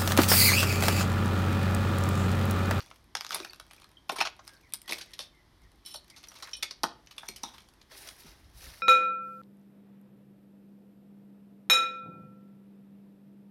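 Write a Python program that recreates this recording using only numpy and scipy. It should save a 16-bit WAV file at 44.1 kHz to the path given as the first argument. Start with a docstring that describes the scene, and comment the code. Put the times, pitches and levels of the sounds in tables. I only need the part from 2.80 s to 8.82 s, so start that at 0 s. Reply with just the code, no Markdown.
"""Slow, uneven steps over broken glass and rubble, through a doorway into a derelict brick room.
Pieces snap and knock on the floor in noisy runs of slips, and shards clink in short decaying modes.
Grit grinds under the sole as dense random ticks, a stone rasps once, and the bare walls ring briefly.
A bird's gliding whistles come from far off; near the end clothing brushes past in bursts of fine ticks.
Air flutters low on the microphone, in puffs of shaped noise over a quiet outdoor hush."""
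import sys
import numpy as np
from scipy import signal
from scipy.fft import rfft, irfft
from scipy.io import wavfile
from scipy.ndimage import uniform_filter1d

SR = 44100
rng = np.random.default_rng(int(sys.argv[2]) if len(sys.argv) > 2 else 0)


def transcribe(u):
    """Save the signal u as a 16-bit wav file named by the first command-line argument.

    u: samples, shape (n,) or (channels, n), limited to [-1, 1]; the rate is SR.
    q: integer samples, one column per channel.
    """
    v = np.clip(np.atleast_2d(u).T, -1, 1)
    q = np.round(v * 32767).astype(np.int16)
    wavfile.write(sys.argv[1], SR, q)


N = 265482
TIME = np.arange(N) / SR

# The sole settles softly, and each patch of floor has its own voice. Each row: start in seconds,
# floor resonance in Hz, level in dB, contact time in seconds, knock of pieces pressed on it in Hz,
# their thud in dB relative to the piece.
FOOTFALLS = [(.602, 330, -43, 0.0046, 1020, -4), (1.32, 345, -42, .0053, 920, -8.5),
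             (1.387, 350, -46, 0.0041, 1010, -15), (2.11, 500, -50, 0.0052, 930, -9),
             (2.392, 594, -50, 0.0056, 1160, -19), (3.148, 626, -54, 0.0097, 900, -12),
             (4.0332, 236, -36, 0.0051, 850, -12), (4.487, 238, -48.5, 0.0057, 1130, -13),
             (4.632, 237.6, -45.5, 0.0047, 900, -16.5), (5.44, 181, -49, 0.018, 950, -7)]


def gain_of(db):
    """Decibels to an amplitude factor."""
    return 10 ** (np.asarray(db) / 20)


def evened(x):
    """Scales to rms 1."""
    return x / np.sqrt(np.mean(x ** 2) + 1e-20)


def blow(x):
    """Scales a short sound to the energy of a hundredth of a second at rms 1."""
    return x * np.sqrt(0.01 * SR / (np.sum(x ** 2) + 1e-20))


def read(points, hz):
    """Reads a curve of (Hz, value) points on a log-frequency axis."""
    f, value = np.transpose(points)
    return np.interp(np.log(hz + 1), np.log(f + 1), value)


def level(rows):
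    """Gain over time from a curve of (seconds, dB) points."""
    s, db = np.transpose(rows)
    return gain_of(np.interp(TIME, s, db))


def coloured(x, points):
    """Filters x with a curve of (Hz, dB) points, then scales it to rms 1."""
    gains = gain_of(read(points, np.fft.rfftfreq(len(x), 1 / SR)))
    return evened(irfft(rfft(x) * gains, len(x)))


def band(x, lo_hz, hi_hz, order=2):
    """Causal band-pass."""
    sos = signal.butter(order, [lo_hz, min(hi_hz, SR / 2 - 100)], "band", fs=SR, output="sos")
    return signal.sosfilt(sos, x)


def resonate(x, hz, width_hz):
    """One resonance with a peak gain of 1."""
    return signal.lfilter(*signal.iirpeak(hz, hz / width_hz, SR), x)


def add(mix, s, sound):
    """Mixes a sound in at time s, cut where the mix ends."""
    part = mix[max(round(s * SR), 0):][:len(sound)]
    part += sound[:len(part)]


def swell(s, rise, fade):
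    """An envelope that grows to 1 at time s and dies away."""
    return np.exp(-np.maximum((s - TIME) / rise, (TIME - s) / fade))


def fracture(t, seconds, spread_db=3.0, rise=0.18):
    """A run of tiny slips of uneven size that builds up and dies away."""
    seconds = max(seconds, .0003)
    sizes = gain_of(spread_db * rng.standard_normal(len(t)))
    envelope = (1 - np.exp(-t / (rise * seconds))) * np.exp(-t / seconds)
    return rng.standard_normal(len(t)) * sizes * envelope


def grains(per_s, spread_db, cycles, count=28):
    """Random ticks ring through paired resonances; small, high ones are the most frequent."""
    pitches = np.geomspace(250, 15000, count)
    shares = np.sqrt(pitches) / np.sqrt(pitches).sum()
    at = rng.integers(0, N, int(per_s * N / SR))
    sizes = gain_of(spread_db * np.minimum(rng.exponential(1, len(at)), 4))
    sizes = sizes * rng.choice([-1, 1], len(at))
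    kind = rng.choice(count, len(at), p=shares)
    out = np.zeros(N)
    for k, hz in enumerate(pitches):
        ticks = np.bincount(at[kind == k], sizes[kind == k], N) / np.sqrt(shares[k])
        width = hz / max(cycles, 1)
        out += resonate(resonate(ticks, hz, width), hz, width)
    return out


def cracks(ring=0.97, body=0.43):
    """Each break snaps and fizzes at once; a moment later the piece knocks and the floor thuds."""
    # Breaking or shifting pieces. Each row: start in seconds, grinding time in seconds, crack in dB,
    # crack pitch in Hz, knock in dB, splinter fizz in dB.
    breaks = [(.004, 0.0014, -43, 3520, -50.5, -71), (0.112, 0.0025, -52.5, 2340, -49.5, -83),
              (0.3513, 0.0019, -31, 5060, -33.5, -44), (.369, 0.0024, -37, 4880, -60, -54),
              (0.4088, 0.00058, -36.5, 3274, -43, -50.5), (.447, 0.00099, -41.5, 4800, -44, -55),
              (.465, 0.0018, -42.5, 5430, -52, -56), (0.4919, 0.0014, -45, 5500, -69, -56),
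              (0.5065, 0.0013, -39.5, 3900, -36.5, -52), (.5195, .002, -40, 4400, -60, -58),
              (0.526, 0.0044, -36, 3230, -49, -64), (0.5444, 0.0049, -33, 4400, -38.5, -31.5),
              (.557, 0.0019, -42, 3980, -38, -55), (0.601, 0.0011, -42.5, 3900, -43, -63),
              (.6471, 0.0027, -42.5, 3800, -44, -53.5), (.7328, 0.0011, -49, 4040, -54, -58),
              (0.7982, 0.002, -47, 3860, -48.5, -53.5), (0.9101, 0.0017, -54, 2950, -56.5, -63),
              (0.933, .0021, -56, 2350, -63, -57.5), (1.018, 0.0029, -56.5, 3630, -59, -64),
              (1.0424, 0.002, -55.5, 3200, -58.5, -65), (1.293, 0.0024, -37, 2860, -38, -50),
              (1.295, 0.004, -33, 2840, -27, -50), (1.3159, 0.012, -42.5, 3170, -41, -46),
              (1.357, 0.017, -41, 4280, -36.5, -51), (1.3836, 0.0087, -34.5, 2900, -39, -47),
              (1.4031, 0.0058, -29, 3000, -31, -46), (1.412, 0.0021, -29.5, 3280, -24, -45),
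              (1.4187, .0067, -30.5, 2670, -39, -48), (1.45, 0.012, -32, 3400, -34.5, -53),
              (1.46, 0.01, -43, 3880, -35.5, -63), (1.4712, 0.0036, -34.5, 2750, -41, -58),
              (1.5912, 0.0058, -56, 4660, -49, -93), (1.6772, 0.0014, -47, 4360, -53.5, -51),
              (1.923, .0009, -55, 3660, -71, -56), (1.9363, 0.0016, -40, 3900, -52.5, -42),
              (1.942, 0.0029, -41.5, 4600, -55, -43), (2.017, 0.0013, -57, 3840, -79, -51.5),
              (2.0768, 0.009, -42.5, 3180, -48, -50.5), (2.092, 0.0077, -35, 3680, -40.5, -49),
              (2.109, 0.0042, -36, 3620, -58, -42.5), (2.122, 0.0024, -32.5, 3070, -40.5, -40.5),
              (2.13, 0.0034, -34, 3600, -55, -43), (2.183, 0.0057, -44, 4100, -54, -49.5),
              (2.211, 0.0087, -39.5, 3900, -58, -54), (2.3338, 0.0066, -43.5, 3770, -66, -54.5),
              (2.3907, 0.0025, -36.5, 4300, -46.5, -48), (2.397, 0.018, -38.5, 4100, -53, -49),
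              (3.0595, 0.04, -48, 3970, -60, -49.5), (3.1419, 0.01, -48, 4730, -45.5, -51),
              (3.299, 0.0056, -52, 4640, -65, -58), (3.3608, 0.02, -48, 4400, -59, -59.5),
              (3.438, 0.0052, -47, 4210, -58.5, -62), (3.4843, 0.0059, -55, 5840, -78, -55),
              (3.516, 0.0044, -55, 4220, -55.5, -63), (3.556, 0.016, -48, 4100, -55.5, -62),
              (3.623, .012, -39, 4830, -43.5, -52), (3.732, .0053, -47, 5030, -71, -72),
              (3.825, 0.0076, -29, 3510, -44.5, -41), (3.8303, 0.0019, -32.5, 4120, -42, -42),
              (3.9088, 0.0038, -37, 4510, -52, -55), (4.0333, 0.002, -27.5, 4390, -29.5, -38),
              (4.039, 0.0016, -35, 3810, -23.5, -41), (4.2715, 0.0019, -53.5, 3600, -73, -77),
              (4.309, 0.0075, -49, 3950, -58, -61), (4.3804, 0.0047, -43, 3600, -51, -51.5),
              (4.4298, 0.0062, -61, 3900, -45.5, -70), (4.4863, 0.0021, -38.5, 4380, -50, -42),
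              (4.56, 0.0065, -45.5, 4840, -62, -50), (4.633, 0.0024, -42, 5300, -46, -48.5),
              (4.637, 0.00097, -39, 4900, -37.5, -51), (4.738, 0.014, -53, 3870, -52.5, -65),
              (4.7803, 0.0044, -51, 3600, -58.5, -63), (5.0135, .0038, -56, 4000, -69, -72),
              (5.2875, 0.0031, -44.5, 4400, -55.5, -52)]
    # Hollow resonances of the littered floor. Each row: pitch in Hz, width in Hz, level in dB.
    floor_modes = [(190.7, 110, -5.5), (305, 43, -11.5), (354, 56, -3), (555, 60, -0.5), (708, 20, -2)]
    out = np.zeros(N)
    t = np.arange(4096) / SR
    for s, seconds, crack_db, crack_hz, knock_db, fizz_db in breaks + chips():
        knock_hz, shake_db = pressed(s)
        thud_db = max(crack_db, knock_db) + shake_db
        slips = fracture(t, seconds)

        snap = resonate(slips, crack_hz, 1900) + 0.15 * slips
        snap += ring * shard(slips, crack_hz, width_hz=70, scatter=.5)
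        splinters = resonate(slips, 9230, 2200) + 0.18 * slips
        splinters += ring * shard(slips, 10500, width_hz=520, scatter=0.19)
        tap = resonate(slips, knock_hz, 350) + body * resonate(slips, .8 * knock_hz, 320) + 0.12 * slips
        thud = sum(gain_of(db) * resonate(slips, hz, width) for hz, width, db in floor_modes)

        add(out, s, gain_of(crack_db) * blow(band(snap, 1770, 6500, order=4)))
        add(out, s, gain_of(fizz_db) * blow(band(splinters, 7240, 13600, order=3)))
        add(out, s + 0.00035, gain_of(knock_db) * blow(band(tap, 482, 1500)))
        add(out, s + 0.00056, gain_of(thud_db) * blow(band(thud, 160, 1200)))
    return out


def chips(count=120, crowding=.65, growth=0.55, spread_db=5, fizz_growth=0.6, shortening=0.26):
    """Tiny chips give way at random, more and louder in hard grinding; small ones tick shorter, brighter."""
    # centre values under the hardest grinding
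    chip_db, chip_hz, chip_s = -49.5, 3900, 0.0032
    chip_knock_db, chip_fizz_db = -57, -58.5
    force = grinding()
    share = np.cumsum(force ** crowding)
    when, chance, pitch = rng.random((count, 3)).T
    s = np.interp((np.arange(count) + when) / count, share / share[-1], TIME)
    force_db = 20 * np.log10(np.interp(s, TIME, force) / force.max())
    size_db = growth * force_db + spread_db * (2 * chance - 1)
    seconds = chip_s * gain_of(shortening * size_db)
    crack_hz = chip_hz * 2 ** (.5 * (pitch - .5))
    # same columns as the breaking pieces
    return list(zip(s, seconds, chip_db + size_db, crack_hz,
                    chip_knock_db + size_db, chip_fizz_db + fizz_growth * size_db))


def pressed(s):
    """Weight near a footfall presses pieces down: they take the floor's pitch and shake it more."""
    loose_hz, loose_thud_db = 1206, -21  # a piece lying free; its thud is relative to its own level
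    load_s = 0.053  # how closely the weight keeps to the footfall
    landing, *_, knock_hz, thud_db = min(FOOTFALLS, key=lambda step: abs(step[0] - s))
    load = np.exp(-((s - landing) / load_s) ** 2)
    return loose_hz + load * (knock_hz - loose_hz), loose_thud_db + load * (thud_db - loose_thud_db)


def shard(slips, hz, width_hz, scatter, count=5):
    """Every piece has a few short modes of its own, scattered around hz."""
    modes = hz * np.exp(scatter * rng.uniform(-0.968, 1, count))
    return sum(resonate(slips, min(f, SR / 2 - width_hz), width_hz) for f in modes)


def footfalls(width_hz=110):
    """Rubber pushes on the floor and stirs one low, well damped resonance."""
    out = np.zeros(N)
    t = np.arange(SR // 5) / SR
    for s, hz, db, seconds, *_ in FOOTFALLS:
        push = resonate(fracture(t, seconds), hz, width_hz)
        add(out, s, gain_of(db) * blow(band(push, hz / np.sqrt(2), hz * 2, order=3)))
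    return out


def glass(wander=0.022):
    """A pane fragment's modes shift a little at each touch; splinters ring in a close cluster."""
    # A loose pane fragment is nudged. Each row: start in seconds, level in dB,
    # contact time in seconds (0.3 ms at least is used), brightness in dB per octave.
    clinks = [(3.049, -51.5, 0.0026, 2), (3.06, -41, 0.0018, 6.5), (3.079, -49, 0.01, 3),
              (3.104, -44, 0.022, 4.5), (3.139, -41.5, 0.0024, 3), (3.158, -43.5, 0.0034, 8),
              (3.732, -39, 0.00027, -15), (3.7368, -42, 0.00094, -2), (3.75, -42.5, 0.00066, -14),
              (3.767, -46, 0.0035, 3)]
    # Modes of the fragment. Each row: nominal pitch in Hz, relative level in dB, 60 dB decay in seconds.
    pane_modes = [(2490, -11, 0.055), (3050, 3, 0.038), (3490, -3, 0.092), (3600, -16, .04), (3900, 1, .08),
                  (4400, -2, 0.077), (4740, -42, .05), (5435, 1.5, 0.037), (5850, -9, 0.054),
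                  (7200, -17, .04), (8760, -12, .03), (9100, -7.5, .04), (9930, -6, 0.033),
                  (11700, -14.5, .04)]
    # Small splinters that ring around one note. Each row: start in seconds, pitch in Hz, level in dB,
    # 60 dB decay in seconds.
    pings = [(.696, 4540, -46, 0.046), (1.17, 3185, -51.5, 0.073), (1.3025, 5500, -41, 0.042),
             (1.362, 9660, -45.5, .053), (1.4091, 2520, -25.5, 0.022), (1.412, 5430, -31.5, .037),
             (1.9369, 9100, -31, 0.0044), (1.9369, 12700, -39, .0046), (2.123, 2450, -36, 0.015),
             (2.392, 3600, -44, 0.2), (2.396, 5400, -45, 0.12), (3.158, 4300, -41, 0.046),
             (3.4845, 5830, -47, 0.029), (3.7324, 5620, -35, .057), (3.766, 9500, -52, .06),
             (4.3805, 3550, -40, 0.02), (4.482, 5930, -44, 0.025), (4.634, 5850, -38, 0.033),
             (4.637, 3650, -43.5, 0.046)]
    out = np.zeros(N)
    t = np.arange(SR // 4) / SR
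    for s, db, seconds, bright_db in clinks:
        contact = fracture(t, seconds)
        clink = np.zeros(len(t))
        for hz, mode_db, t60 in pane_modes:
            touched_hz = hz * (1 + wander * rng.uniform(-1.0, 1))
            mode = np.sin(2 * np.pi * touched_hz * t) * gain_of(-60 * t / t60)
            ring = signal.fftconvolve(contact, mode)[:len(t)]
            ring = resonate(ring, hz, hz / 10)  # thin glass gives off little between its modes
            clink += gain_of(mode_db + bright_db * np.log2(hz / 5000)) * blow(ring)
        add(out, s, gain_of(db) * blow(clink))
    partials = [(.945, -6.5), (.982, 1), (1, -1.5), (1.035, -4)]  # pitch ratio, dB
    for s, hz, db, t60 in pings:
        cluster = sum(gain_of(partial_db) * np.sin(2 * np.pi * (hz * ratio * t + rng.random()))
                      for ratio, partial_db in partials)
        add(out, s, gain_of(db) * blow(resonate(cluster * gain_of(-60 * t / t60), hz, hz * 0.23)))
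    return out


def grit(dust_db=-4, crumbs_db=-7):
    """Fine dust crackles while weight rests on the sole, and a few glass crumbs tick in it."""
    # Spectrum of the dust. Each row: frequency in Hz, relative level in dB.
    dust_colour = [(150, -30.5), (500, 2.5), (1100, 1), (1800, -2.5), (4000, -4.5), (5800, 3), (7300, -10),
                   (9500, -8), (13000, -10), (16000, -13)]
    dust = coloured(grains(per_s=8400, spread_db=6.5, cycles=1.8), dust_colour)
    crumbs = evened(band(grains(per_s=570, spread_db=8, cycles=10), 720, 5000))
    return grinding() * (gain_of(dust_db) * dust + gain_of(crumbs_db) * crumbs)


def grinding():
    """How hard the sole works the grit, as a gain over time: overlapping swells add in power."""
    # The sole presses or turns on the grit. Each row: peak in seconds, force in dB,
    # rise in seconds, fade in seconds.
    presses = [(.02, -55.5, 0.054, .09), (.37, -53, .008, .08), (.525, -38, .015, .065),
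               (.97, -62, .12, .1), (1.4, -57, .04, .04), (1.681, -58.5, .06, .12),
               (2.13, -46.5, .025, .085), (2.44, -59, .06, .025), (2.835, -68, .008, .015),
               (3.7, -54, .25, .08), (4.46, -57, .1, .03), (4.68, -57, .09, .14)]
    return np.sqrt(sum((gain_of(db) * swell(s, rise, fade)) ** 2 for s, db, rise, fade in presses))


def scrape(width_hz=700):
    """A stone dragged by the sole sticks and slips through a resonance that sinks."""
    # The path of the drag. Each row: time in seconds, resonance in Hz, level in dB.
    drag = [(3.636, 2500, -66), (3.665, 1880, -54), (3.689, 1130, -50), (3.712, 1000, -83)]
    s, hz, scrape_db = np.transpose(drag)
    t = np.arange(s[0], s[-1], 1 / SR)
    slips = rng.standard_normal(len(t)) * (rng.random(len(t)) < 1500 / SR)
    # shift the gliding pitch down to zero, smooth there, and shift back up
    turn = np.exp(2j * np.pi * np.cumsum(np.interp(t, s, hz)) / SR)
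    r = np.exp(-np.pi * width_hz / SR)
    rasp = (turn * signal.lfilter([1 - r], [1, -r], slips / turn)).real
    rasp = evened(band(rasp, 480, 5000))
    out = np.zeros(N)
    add(out, s[0], gain_of(np.interp(t, s, scrape_db)) * rasp * signal.windows.tukey(len(t), .3))
    return out


def cloth(rub_db=-4.0, swish_db=-1, catch_db=1.5):
    """Fibres catch and let go densely: a dull rub and a bright swish."""
    # A sleeve brushes past. Each row: peak in seconds, rise in seconds, fade in seconds,
    # rub in relative dB, swish in relative dB.
    brushes = [(5.116, 0.0078, 0.12, -47.5, -58.5), (5.17, .012, 0.14, -55.5, -52),
               (5.285, 0.056, 0.028, -46.5, -53.5), (5.405, 0.017, 0.021, -56.5, -53.5),
               (5.47, 0.08, 0.11, -51.5, -61), (5.778, 0.015, .06, -79, -56.5),
               (5.85, 0.052, 0.14, -47, -52.5)]
    # Spectrum of the dull rub. Each row: frequency in Hz, relative level in dB.
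    rub_colour = [(120, 2), (300, -2), (600, 3), (1200, 1), (1900, 3.5), (3500, -2.5), (5700, 3),
                  (7000, -10), (10000, -47), (16000, -28)]
    # Spectrum of the bright swish. Each row: frequency in Hz, relative level in dB.
    swish_colour = [(100, -68), (4000, 1), (7500, -7), (9700, 1), (12500, -1.5), (15500, -9)]
    catching = gain_of(catch_db * evened(uniform_filter1d(rng.standard_normal(N), 400)))
    power = sum(np.outer(gain_of(dbs), swell(s, rise, fade)) ** 2 for s, rise, fade, *dbs in brushes)
    dull, bright = np.sqrt(power)
    rub = dull * coloured(grains(per_s=10000, spread_db=3.5, cycles=5.7), rub_colour)
    swish = bright * coloured(grains(per_s=30000, spread_db=0.5, cycles=6.5), swish_colour)
    return catching * (gain_of(rub_db) * rub + gain_of(swish_db) * swish)


def bird(db=-2, waver=0.038, bend=1.24):
    """Falling whistles: single sines whose pitch wavers and falls faster toward the end of a note."""
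    # Whistled notes. Each row: start in seconds, length in seconds, start pitch in Hz,
    # end pitch in Hz, relative level in dB.
    notes = [(1.66, 0.12, 1666, 1580, -59.5), (1.82, .07, 2370, 1860, -60.5), (2.042, .04, 2010, 1890, -58),
             (2.271, .06, 2150, 1867, -61), (2.523, 0.11, 2140, 1960, -65), (2.81, .07, 2160, 1820, -66),
             (3.06, .04, 2080, 1770, -68), (3.303, .06, 2270, 1970, -58)]
    out = np.zeros(N)
    for s, seconds, start_hz, end_hz, note_db in notes:
        t = np.arange(0, seconds, 1 / SR)
        wobble = evened(uniform_filter1d(rng.standard_normal(N), 200))[:len(t)]
        hz = start_hz + (end_hz - start_hz) * (t / seconds) ** bend
        turns = np.cumsum(hz * (1 + waver * wobble)) / SR
        whistle = np.sin(2 * np.pi * turns) * signal.windows.tukey(len(t), .4)
        add(out, s, gain_of(db + note_db) * whistle)
    return out


def distant(x, t60=0.37, scattered=0.48):
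    """Trees and walls outside smear a far sound with a decaying noise tail."""
    t = np.arange(SR // 2) / SR
    tail = rng.standard_normal(len(t)) * gain_of(-60 * t / t60)
    smear = signal.fftconvolve(x, tail / np.linalg.norm(tail))[:N]
    return (x + scattered * smear) / np.hypot(1, scattered)


def room(x, echo_db=-1):
    """A few near reflections, then a short diffuse tail whose treble dies first."""
    # Decay of the room. Each row: frequency in Hz, 60 dB decay in seconds.
    decay = [(150, 0.48), (500, 0.41), (1000, 0.29), (3000, 0.31), (5500, 0.25), (9000, 0.19),
             (16000, 0.093)]
    # Reflections off floor, door frame and walls. Each row: delay in seconds, relative level in dB.
    echoes = [(.0053, -24.5), (.0075, -16.5), (0.0122, -16), (0.0186, -18), (0.027, -23.5)]
    # How much of the room is heard along the walk. Each row: time in seconds, tail level in dB.
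    wetness = [(0, -13.5), (1, -11), (1.4, -17), (2.1, -12.5), (3.1, -12.5), (3.8, -12), (4.1, -13),
               (4.6, -7.5), (6, -21.5)]
    early = np.zeros(SR // 20)
    for delay, db in echoes:
        add(early, delay, gain_of([db + echo_db]))
    taps = rng.standard_normal(SR) * (rng.random(SR) < 4000 / SR)
    hz, t, z = signal.stft(taps, SR, nperseg=256)
    tail = signal.istft(z * gain_of(-60 * t / read(decay, hz)[:, None]), SR, nperseg=256)[1]
    tail *= np.clip((np.arange(len(tail)) / SR - .003) / 0.0013, 0, 1)  # the tail sets in after 3 ms
    tail /= np.linalg.norm(tail)
    return x + signal.fftconvolve(x, early)[:N] + signal.fftconvolve(x * level(wetness), tail)[:N]


def air(hush_db=-65.5, draught_db=-67, puff_rise_s=0.021, puff_fade_s=0.043):
    """Quiet outdoor hush, and a low flutter of air on the microphone: both are shaped noise."""
    # Spectrum of the hush. 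Each row: frequency in Hz, relative level in dB.
    hush_colour = [(59, -27.5), (100, -0.5), (244, -4), (328, -1.5), (492, -12.5), (1060, -9.5),
                   (1520, -15.5), (1910, -12.5), (2690, -22), (3120, -15.5), (5420, -19.5), (7450, -31.5),
                   (9820, -26), (13500, -30.5), (16000, -49.5)]
    # Puffs on the microphone, over a steady draught. Each row: peak in seconds, level in dB.
    puffs = [(2.83, -57), (4.56, -62.5), (5.5, -62), (5.65, -56), (5.751, -54), (5.869, -49.5)]
    # Spectrum of the flutter. Each row: frequency in Hz, relative level in dB.
    flutter_colour = [(15, -23), (30, -5.5), (50, 5), (70, 0), (120, -9), (200, -21.5), (500, -46.5),
                      (2000, -80)]
    hush = gain_of(hush_db) * coloured(rng.standard_normal(N), hush_colour)
    flow = gain_of(draught_db) + sum(gain_of(db) * swell(s, puff_rise_s, puff_fade_s) for s, db in puffs)
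    return hush + flow * coloured(rng.standard_normal(N), flutter_colour)


def scene():
    """All sources sound in the room, over the hush and the flutter of air."""
    # Overall tone of the debris sounds: a shared equaliser, fuller near 500 Hz and 2 kHz,
    # thin in the bass. Each row: frequency in Hz, gain in dB.
    debris_tone = [(100, -6.5), (170, -2.5), (300, -1.5), (500, 1.5), (820, -1), (1100, -1.5), (1600, 2),
                   (2150, 2.5), (2900, -2), (4200, -1.5), (6600, -0.5), (10000, -1), (16000, -1)]
    debris = cracks() + glass() + grit() + scrape() + footfalls()
    tone = gain_of(read(debris_tone, np.fft.rfftfreq(N, 1 / SR)))
    debris = irfft(rfft(debris) * tone, N)
    return (room(debris + cloth() + distant(bird())) + air())[None]


def record(dry):
    """The recorder's band limit: a steep low-pass."""
    edge_hz = 16400
    lowpass = signal.firwin(511, edge_hz, window=("kaiser", 9), fs=SR)
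    return signal.oaconvolve(dry, lowpass[None], "same")


dry = scene()
out = record(dry)
transcribe(out)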